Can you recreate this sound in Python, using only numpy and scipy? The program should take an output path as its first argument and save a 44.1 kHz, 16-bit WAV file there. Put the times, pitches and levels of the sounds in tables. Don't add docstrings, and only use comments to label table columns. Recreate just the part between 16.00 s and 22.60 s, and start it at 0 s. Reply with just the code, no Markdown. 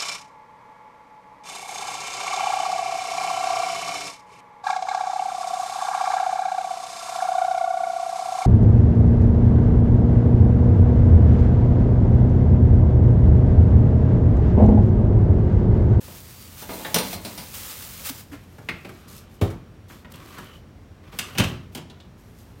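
import sys
import numpy as np
from scipy import signal
from scipy.fft import rfft, irfft, next_fast_len
from scipy.io import wavfile
from scipy.ndimage import map_coordinates

SR = 44100
rng = np.random.default_rng(int(sys.argv[2]) if len(sys.argv) > 2 else 0)


def to_wav(s):
    ch = np.atleast_2d(s).T
    pcm = np.round(np.clip(ch, -1, 1) * 32767)
    wavfile.write(sys.argv[1], SR, pcm.astype(np.int16))


N = 291060
TIME = np.arange(N) / SR
AGE = TIME[:SR // 2]
# (pitch [Hz], level [dB], t60 [s])
RIM_MODES = [(2640, -13, 0.077), (2820, 1, 0.13), (2940, 0, 0.14), (3015, 12, 0.041), (3200, 2, 0.12),
             (3377, -23, 0.13)]


def amp(db):
    return 10 ** (np.asarray(db) / 20)


def unit(x):
    return x / np.sqrt(np.mean(x ** 2) + 1e-20)


def unit_blow(x):
    return x / np.sqrt(np.sum(x ** 2) / (SR * .02))


def fade(t, t60):
    return np.exp(-np.log(1000) * t / t60)


def along(points, hz):
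    freqs, values = np.transpose(points)
    return np.interp(np.log(hz + 1), np.log(freqs + 1), values)


def wobble(rate):
    return map_coordinates(rng.standard_normal(int(N * rate / SR) + 4), [TIME * rate])


def coloured(x, points):
    size = 2 * next_fast_len(len(x) // 2 + 4096)
    cepstrum = irfft(np.log(amp(along(points, np.fft.rfftfreq(size, 1 / SR)))))
    cepstrum[1:size // 2] *= 2
    cepstrum[size // 2 + 1:] = 0
    return irfft(rfft(x, size) * np.exp(rfft(cepstrum)))[:len(x)]


def add(track, s, x):
    i = max(round(s * SR), 0)
    track[i:i + len(x)] += x[:N - i]


def gate(start, stop, attack, release):
    return np.clip((TIME - start) / attack, 0, 1) * fade(np.maximum(TIME - stop, 0), release)


def strokes(rows, attack, release):
    power = np.zeros(N)
    for s, length, db, swell_db in rows:
        progress = np.clip((TIME - s) / length, 0, 1)
        power += (amp(db + swell_db * (progress - .5)) * gate(s, s + length, attack, release)) ** 2
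    return np.sqrt(power)


def friction(spectrum, grain_db, grain_rate):
    return unit(coloured(rng.standard_normal(N) * amp(grain_db * wobble(grain_rate)), spectrum))


def burst(spectrum, t60):
    return unit_blow(coloured(rng.standard_normal(len(AGE)) * fade(AGE, t60), spectrum))


def ring(modes):
    hz, db, t60 = np.transpose(modes)[:, :, None]
    strength = amp(db + 2 * rng.standard_normal(db.shape)) * rng.choice([-1, 1], db.shape)
    drift = np.cumsum(rng.standard_normal((len(hz), len(AGE))), 1) * np.sqrt(0.053 * hz / SR)
    decay = fade(AGE, np.clip(t60, .02, .3))
    return unit_blow(np.sum(strength * np.sin(2 * np.pi * hz * AGE + drift) * decay, 0))


def clack(hz, shape, t60):
    steps = np.array([.2, .5, .8, 1, 1.15, 1.45, 2, 4])
    return burst(np.column_stack([hz * steps, shape]), t60)


def kitchen(x, wet_db):
    # (frequency [Hz], t60 [s])
    decay_times = [(100, 0.65), (500, .38), (3000, 0.38), (8000, 0.27), (15000, 0.13)]
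    hz, t, noise = signal.stft(rng.standard_normal(len(AGE)), SR, nperseg=256)
    decaying = noise * fade(t, along(decay_times, hz)[:, None])
    tail = signal.istft(decaying, SR, nperseg=256)[1][:len(AGE)]
    tail *= 1 - np.exp(-AGE / 0.0025)
    return x + amp(wet_db) * signal.fftconvolve(x, tail / np.linalg.norm(tail))[:len(x)]


def freezer():
    # (pitch [Hz], level [dB])
    tones = [(88, -57), (172, -63.5), (220.7, -61), (5631, -80.5), (5949, -92)]
    # (frequency [Hz], gain [dB])
    air_eq = [(15, -32.5), (30, -34.5), (42, -3.5), (55, -5.5), (87, -1.5), (170, -8.5), (301, -14),
              (545, -20), (936, -25.5), (1840, -30), (4490, -39.5), (7000, -44), (10500, -49),
              (15500, -48.5)]
    hum = np.zeros(N)
    for hz, db in tones:
        peak = amp(db + 1.3 * wobble(11)) * np.sqrt(2)
        hum += peak * np.sin(2 * np.pi * hz * TIME + 0.53 * wobble(7.1))
    return hum + amp(-47) * unit(coloured(rng.standard_normal(N), air_eq))


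def film():
    # (time [s], length [s], level [dB], swell [dB])
    rubs = [(0, 0.19, -48, 2.5), (.27, 0.19, -50, -2), (.56, 0.07, -42.5, 5.5), (.70, 0.24, -41.5, -0.5),
            (1.02, 0.12, -37, 3.5), (1.24, 0.81, -45.5, -3), (1.53, 0.3, -38.5, -5), (1.81, 0.4, -44, -1.5)]
    # (time [s], half width [s], level [dB])
    scrunches = [(.205, 0.00052, -35), (2.068, 0.017, -31), (2.096, 0.0092, -29.5), (4.123, 0.0034, -43.5),
                 (4.159, .003, -43), (4.445, .003, -49)]
    # (frequency [Hz], gain [dB])
    hiss_eq = [(290, -35), (500, 1), (640, -4.5), (718, -4.5), (1190, 0.5), (1570, -2.5), (2330, -1),
               (3060, -0.5), (4210, -1), (9770, -1.5), (10500, -3), (15100, 2), (16000, -2.5)]
    attack_s, release_s = 0.013, .14
    held = amp(-47) * gate(0, 2.213, attack_s, release_s)
    level = np.hypot(held, strokes(rubs, attack_s, release_s)) * amp(.7 * wobble(35))
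    for s, width, db in scrunches:
        level += amp(db) * np.exp(-((TIME - s) / width) ** 2)
    return kitchen(level * friction(hiss_eq, grain_db=1.1, grain_rate=430), wet_db=-12.5)


def whistle():
    # (time [s], length [s], level [dB], swell [dB])
    swells = [(0, 0.46, -65, 12)]
    tone = unit(np.sin(2 * np.pi * 4705 * TIME + 1.55 * wobble(90)))
    return strokes(swells, attack=.02, release=.2) * tone


def packs():
    # (time [s], knock [dB], clack [dB], clack pitch [Hz], crack [dB])
    landings = [(.080, -44, -60.5, 1300, -61.5), (.621, -41.5, -49, 3000, -44),
                (.691, -32, -43.5, 2200, -44.5), (.735, -40, -55.5, 2200, -38), (.797, -39, -56, 2200, -53),
                (.848, -34, -34, 1790, -59.5), (.944, -25.5, -24.5, 4900, -20),
                (.961, -24, -27.5, 3700, -40), (.985, -49, -33.5, 4500, -27),
                (1.129, -34.5, -37.5, 4500, -38), (1.249, -35, -36.5, 4400, -43),
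                (1.377, -40, -39, 4700, -43)]
    # (pitch [Hz], level [dB], t60 [s])
    floor_modes = [(189.2, 2.5, 0.65), (234, -12, 0.47), (428, -16.5, 0.11), (494, -3.5, 0.4),
                   (800, -19, 0.21), (850, 0.5, 0.76), (966, -1, 0.58), (1086, -6.5, 0.72),
                   (1109, -11.5, 0.073), (1206, -7, 0.96), (1255, -6, 0.16), (1423, 3, 0.057)]
    # (pitch [Hz], level [dB], t60 [s])
    ice_modes = [(3500, 1.5, .16), (4230, -1.5, .22), (4110, 2.5, 0.16), (5240, -15, .12), (5840, 6, 0.071),
                 (6070, -7, .15), (9110, -5, 0.14)]
    # (frequency [Hz], gain [dB])
    knock_eq = [(80, -20.5), (190, 2), (400, -4.5), (550, -2), (950, -7), (1400, -18.5), (2500, -17.5),
                (6000, -37.5)]
    # (frequency [Hz], gain [dB])
    crack_eq = [(2000, -34), (5500, -3), (7000, -6), (8000, -7), (9400, 5), (10500, -7.5), (12100, 1),
                (14500, 2.5), (16000, -0.5)]
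    lump_shape = [-19.5, -3, -6.5, -0.5, -4, -18.5, -7.5, -34]
    out = np.zeros(N)
    for s, knock_db, clack_db, clack_hz, crack_db in landings:
        t60 = 0.097 * amp(-.3 * (clack_db + 34))
        knock = amp(-6.5) * ring(floor_modes) + amp(-1) * burst(knock_eq, 0.26)
        crack = amp(-1) * burst(crack_eq, t60) + amp(-24) * burst(crack_eq, .004)
        crack += amp(-7.5) * ring(ice_modes)
        lump = clack(clack_hz, lump_shape, t60)
        blow = amp(knock_db) * knock + amp(clack_db) * lump + amp(crack_db) * crack
        add(out, s, kitchen(blow, wet_db=-4))
    return out


def thuds():
    # (time [s], level [dB], pitch driven hardest [Hz])
    pushes = [(1.149, -25.5, 195), (3.421, -9.5, 98), (5.394, -9, 178), (5.442, -19, 180)]
    # (pitch [Hz], level [dB], t60 [s])
    load_modes = [(50.6, -10.5, 0.3), (100.8, 3, 0.11), (138, -13.5, 0.13), (187, -1.5, 0.12),
                  (282, -2, 0.033)]
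    db_per_octave = 8
    hz, mode_db, t60 = np.transpose(load_modes)[:, :, None]
    out = np.zeros(N)
    for s, db, push_hz in pushes:
        strength = amp(db + mode_db - db_per_octave * np.abs(np.log2(hz / push_hz)))
        boom = np.sum(strength * np.sin(2 * np.pi * hz * AGE) * fade(AGE, t60), 0)
        add(out, s, boom * (1 - np.exp(-AGE / 0.0026)))
    return kitchen(out, wet_db=-13)


def judders():
    # (time [s], length [s], slip rate [Hz], level [dB], relative rasp [dB])
    catches = [(2.096, 0.024, 268, -32.5, -15.5), (2.314, 0.041, 285.3, -33.5, -8)]
    # (frequency [Hz], gain [dB])
    rasp_eq = [(300, -2.5), (1000, -9.5), (1800, -4), (3200, -17), (9000, -25)]
    out = np.zeros(N)
    for s, length, hz, db, rasp_db in catches:
        swell = AGE / length * np.exp(-2 * (AGE / length) ** 2)
        swell = amp(db) * swell / swell.max()
        swing = np.sin(2 * np.pi * hz * AGE)
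        rasp = unit(coloured(rng.standard_normal(len(AGE)) * (1 + swing), rasp_eq))
        add(out, s, swell * swing + kitchen(amp(rasp_db) * swell * rasp, wet_db=-5.5))
    return out


def brushing():
    # (time [s], length [s], level [dB], swell [dB], relative body [dB])
    brushes = [(2.22, .08, -60.5, 3, -3), (2.31, .05, -57, -2, -2), (2.38, 0.65, -62, 4, 2),
               (3.072, 0.11, -48.5, 2.5, -5), (3.29, .06, -62, 4, -5), (3.878, 0.12, -56.5, -8, 1),
               (4.096, 0.26, -57.5, 8, -3), (4.39, .18, -58.5, -5, 7), (5.115, .38, -53, 6, 3),
               (5.716, .02, -60, 3, 1), (6.17, .43, -65.5, -3, -9.5), (6.375, 0.033, -54.5, -3, -8)]
    # (frequency [Hz], gain [dB])
    brush_eq = [(300, -34.5), (1000, -22), (2500, 2), (4300, -1), (7000, -1.5), (10300, -4.5), (13000, 0),
                (16000, -8)]
    crossover_hz, attack_s, release_s = 3600, .012, .2
    hiss = friction(brush_eq, grain_db=2.3, grain_rate=630)
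    body = signal.sosfilt(signal.butter(3, crossover_hz, "low", fs=SR, output="sos"), hiss)
    fizz = signal.sosfilt(signal.butter(3, crossover_hz, "high", fs=SR, output="sos"), hiss)
    touch = strokes([row[:-1] for row in brushes], attack_s, release_s)
    body_rows = [(s, length, db + body_db, swell_db) for s, length, db, swell_db, body_db in brushes]
    weight = strokes(body_rows, attack_s, release_s)
    return kitchen((touch * fizz + weight * body) * amp(1.1 * wobble(30)), wet_db=-8.5)


def sliding():
    # (start [s], fastest [s], stop [s], full-speed grind [dB], final rim singing [dB])
    slides = [(2.487, 3.14, 3.4, -54, -69), (4.09, 4.372, 4.56, -44.5, -54.5),
              (5.024, 5.278, 5.4, -44, -60)]
    # (time [s], level [dB])
    jolts = [(3.42, -42.5), (3.9, -50.5), (5.4, -33), (5.75, -54)]
    # (frequency [Hz], gain [dB])
    runner_eq = [(25, -30), (80, -3), (170, -2), (350, 1.5), (600, -4.5), (900, -9.5), (1120, 2),
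                 (1500, -4.5), (2550, -8), (2900, -13), (3400, -10), (9000, -26)]
    slow_db, sing_rise_db = -13, 21
    running, binding = np.zeros(N), np.zeros(N)
    for start, fastest, stop, db, sing_db in slides:
        moving = gate(start, stop, attack=0.018, release=0.081)
        running += moving * amp(db + np.interp(TIME, [start, fastest, stop], [slow_db, 0, slow_db]))
        binding += moving * amp(sing_db + np.interp(TIME, [start, stop], [-sing_rise_db, 0]))
    settling = sum(amp(db) * gate(s, s, attack=.005, release=.55) for s, db in jolts)
    grinding = np.hypot(running, settling) * friction(runner_eq, grain_db=2.5, grain_rate=200)
    rim = unit(sum(amp(db) * wobble(170) * np.sin(2 * np.pi * hz * TIME) for hz, db, _ in RIM_MODES))
    return kitchen(grinding + binding * rim, wet_db=-9.5)


def drawer(contacts, modes, wall_eq, rim, thump_db):
    # (frequency [Hz], gain [dB])
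    thump_eq = [(20, -13), (38, -13), (55, -16), (110, 3), (165, 3), (260, -11), (600, -45)]
    # (frequency [Hz], gain [dB])
    crack_eq = [(1500, -33), (5000, -0.5), (7000, -3), (8800, -3), (10500, -7), (13000, -4.5),
                (16000, -11.5)]
    tub_shape = [-25, -8, -3.5, 2.5, -3.5, -10.5, -14.5, -35]
    skew_s, far_db = .0055, -4.5
    out = np.zeros(N)
    for s, knock_db, clack_db, clack_hz, crack_db in contacts:
        knock = amp(-4) * ring(modes) + amp(-1) * burst(wall_eq, t60=.17)
        knock += amp(thump_db) * burst(thump_eq, t60=0.13)
        contact_s = 0.0012 * amp(-.35 * (clack_db + 24.5))
        give = 1 - np.exp(-AGE / contact_s)
        near, far = [give * (amp(clack_db) * clack(clack_hz, tub_shape, t60=0.038)
                             + amp(crack_db) * burst(crack_eq, t60=0.032)) for corner in range(2)]
        snap = amp(crack_db - 8) * burst([(2000, -25), (8000, -4), (14000, 1.5)], .006)
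        blow = near + snap + give * (amp(knock_db) * knock + amp(clack_db - 10) * ring(rim))
        blow += amp(far_db) * np.pad(far, (round(skew_s * SR), 0))[:len(AGE)]
        add(out, s, kitchen(blow, wet_db=-6))
    return out


def upper_drawer():
    # (time [s], knock [dB], clack [dB], clack pitch [Hz], crack [dB])
    contacts = [(2.582, -43, -49, 1500, -59), (2.687, -36, -27, 2170, -48.5),
                (2.847, -38.5, -42, 2350, -60), (2.891, -47.5, -43, 1720, -52.5),
                (3.4125, -22.5, -37, 3240, -48.5), (3.468, -39, -62, 1600, -68),
                (3.503, -38.5, -52, 2010, -50.5)]
    # (pitch [Hz], level [dB], t60 [s])
    tub_modes = [(268.6, -2, 0.19), (332, 3, 0.16), (407, 2, 0.1), (460, 4.5, 0.057), (598, -22, 0.056),
                 (636, -14, 0.23), (816, -27, .1), (988, -13.5, .12)]
    # (frequency [Hz], gain [dB])
    wall_eq = [(120, -15), (290, 1), (450, -6), (700, -5), (1000, -12), (1500, -20.5), (5000, -35)]
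    # (pitch [Hz], level [dB], t60 [s])
    rim_modes = [(2030, -2, .11), (2060, -2, .11), (2260, 11, .08), (2430, -9, .1), (2340, -2, .1),
                 (2510, 2, .1)]
    return drawer(contacts, tub_modes, wall_eq, rim_modes, thump_db=-3)


def lower_drawer():
    # (time [s], knock [dB], clack [dB], clack pitch [Hz], crack [dB])
    contacts = [(3.899, -48.5, -48, 1693, -69), (4.046, -47.5, -47, 1940, -70),
                (4.138, -46, -47, 3050, -54), (4.383, -41.5, -41.5, 1550, -47),
                (5.125, -44, -49.5, 2600, -59), (5.188, -43, -28, 2800, -28),
                (5.351, -39.5, -41, 2860, -62), (5.376, -45, -30.5, 2940, -51),
                (5.3825, -26.5, -23.5, 2980, -28), (5.398, -23, -23.5, 2950, -34),
                (5.438, -37, -30, 3020, -37.5), (5.749, -38.5, -39, 3400, -38.5),
                (5.773, -41.5, -42.5, 3160, -45.5), (5.898, -48, -48, 4020, -75),
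                (6.000, -56, -50, 3720, -78)]
    # (pitch [Hz], level [dB], t60 [s])
    tub_modes = [(253, -1, 0.028), (358, 4.5, 0.28), (397, 4.5, 0.1036), (620.7, -2.5, 0.38),
                 (802, 4.5, 0.062), (976, 6.5, 0.12), (1084, -38, 0.28), (1122, -17, 0.095),
                 (1440, 1, 0.1446)]
    # (frequency [Hz], gain [dB])
    wall_eq = [(120, -11.5), (250, 11.5), (340, -5), (460, 0.5), (800, -2.5), (1200, -7.5), (1900, -17),
               (5000, -39.5)]
    return drawer(contacts, tub_modes, wall_eq, RIM_MODES, thump_db=0.5)


def scene():
    impacts = upper_drawer() + lower_drawer() + packs() + thuds()
    handling = film() + judders() + brushing()
    return (impacts + handling + sliding() + whistle() + freezer())[None]


def record(dry):
    low_cut_hz, top_hz = 41, 15950
    thin = signal.sosfilt(signal.butter(8, low_cut_hz, "high", fs=SR, output="sos"), dry)
    size = next_fast_len(N + SR // 2)
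    passband = np.fft.rfftfreq(size, 1 / SR) < top_hz
    return irfft(rfft(thin, size) * passband, size)[:, :N]


dry = scene()
out = record(dry)
to_wav(out)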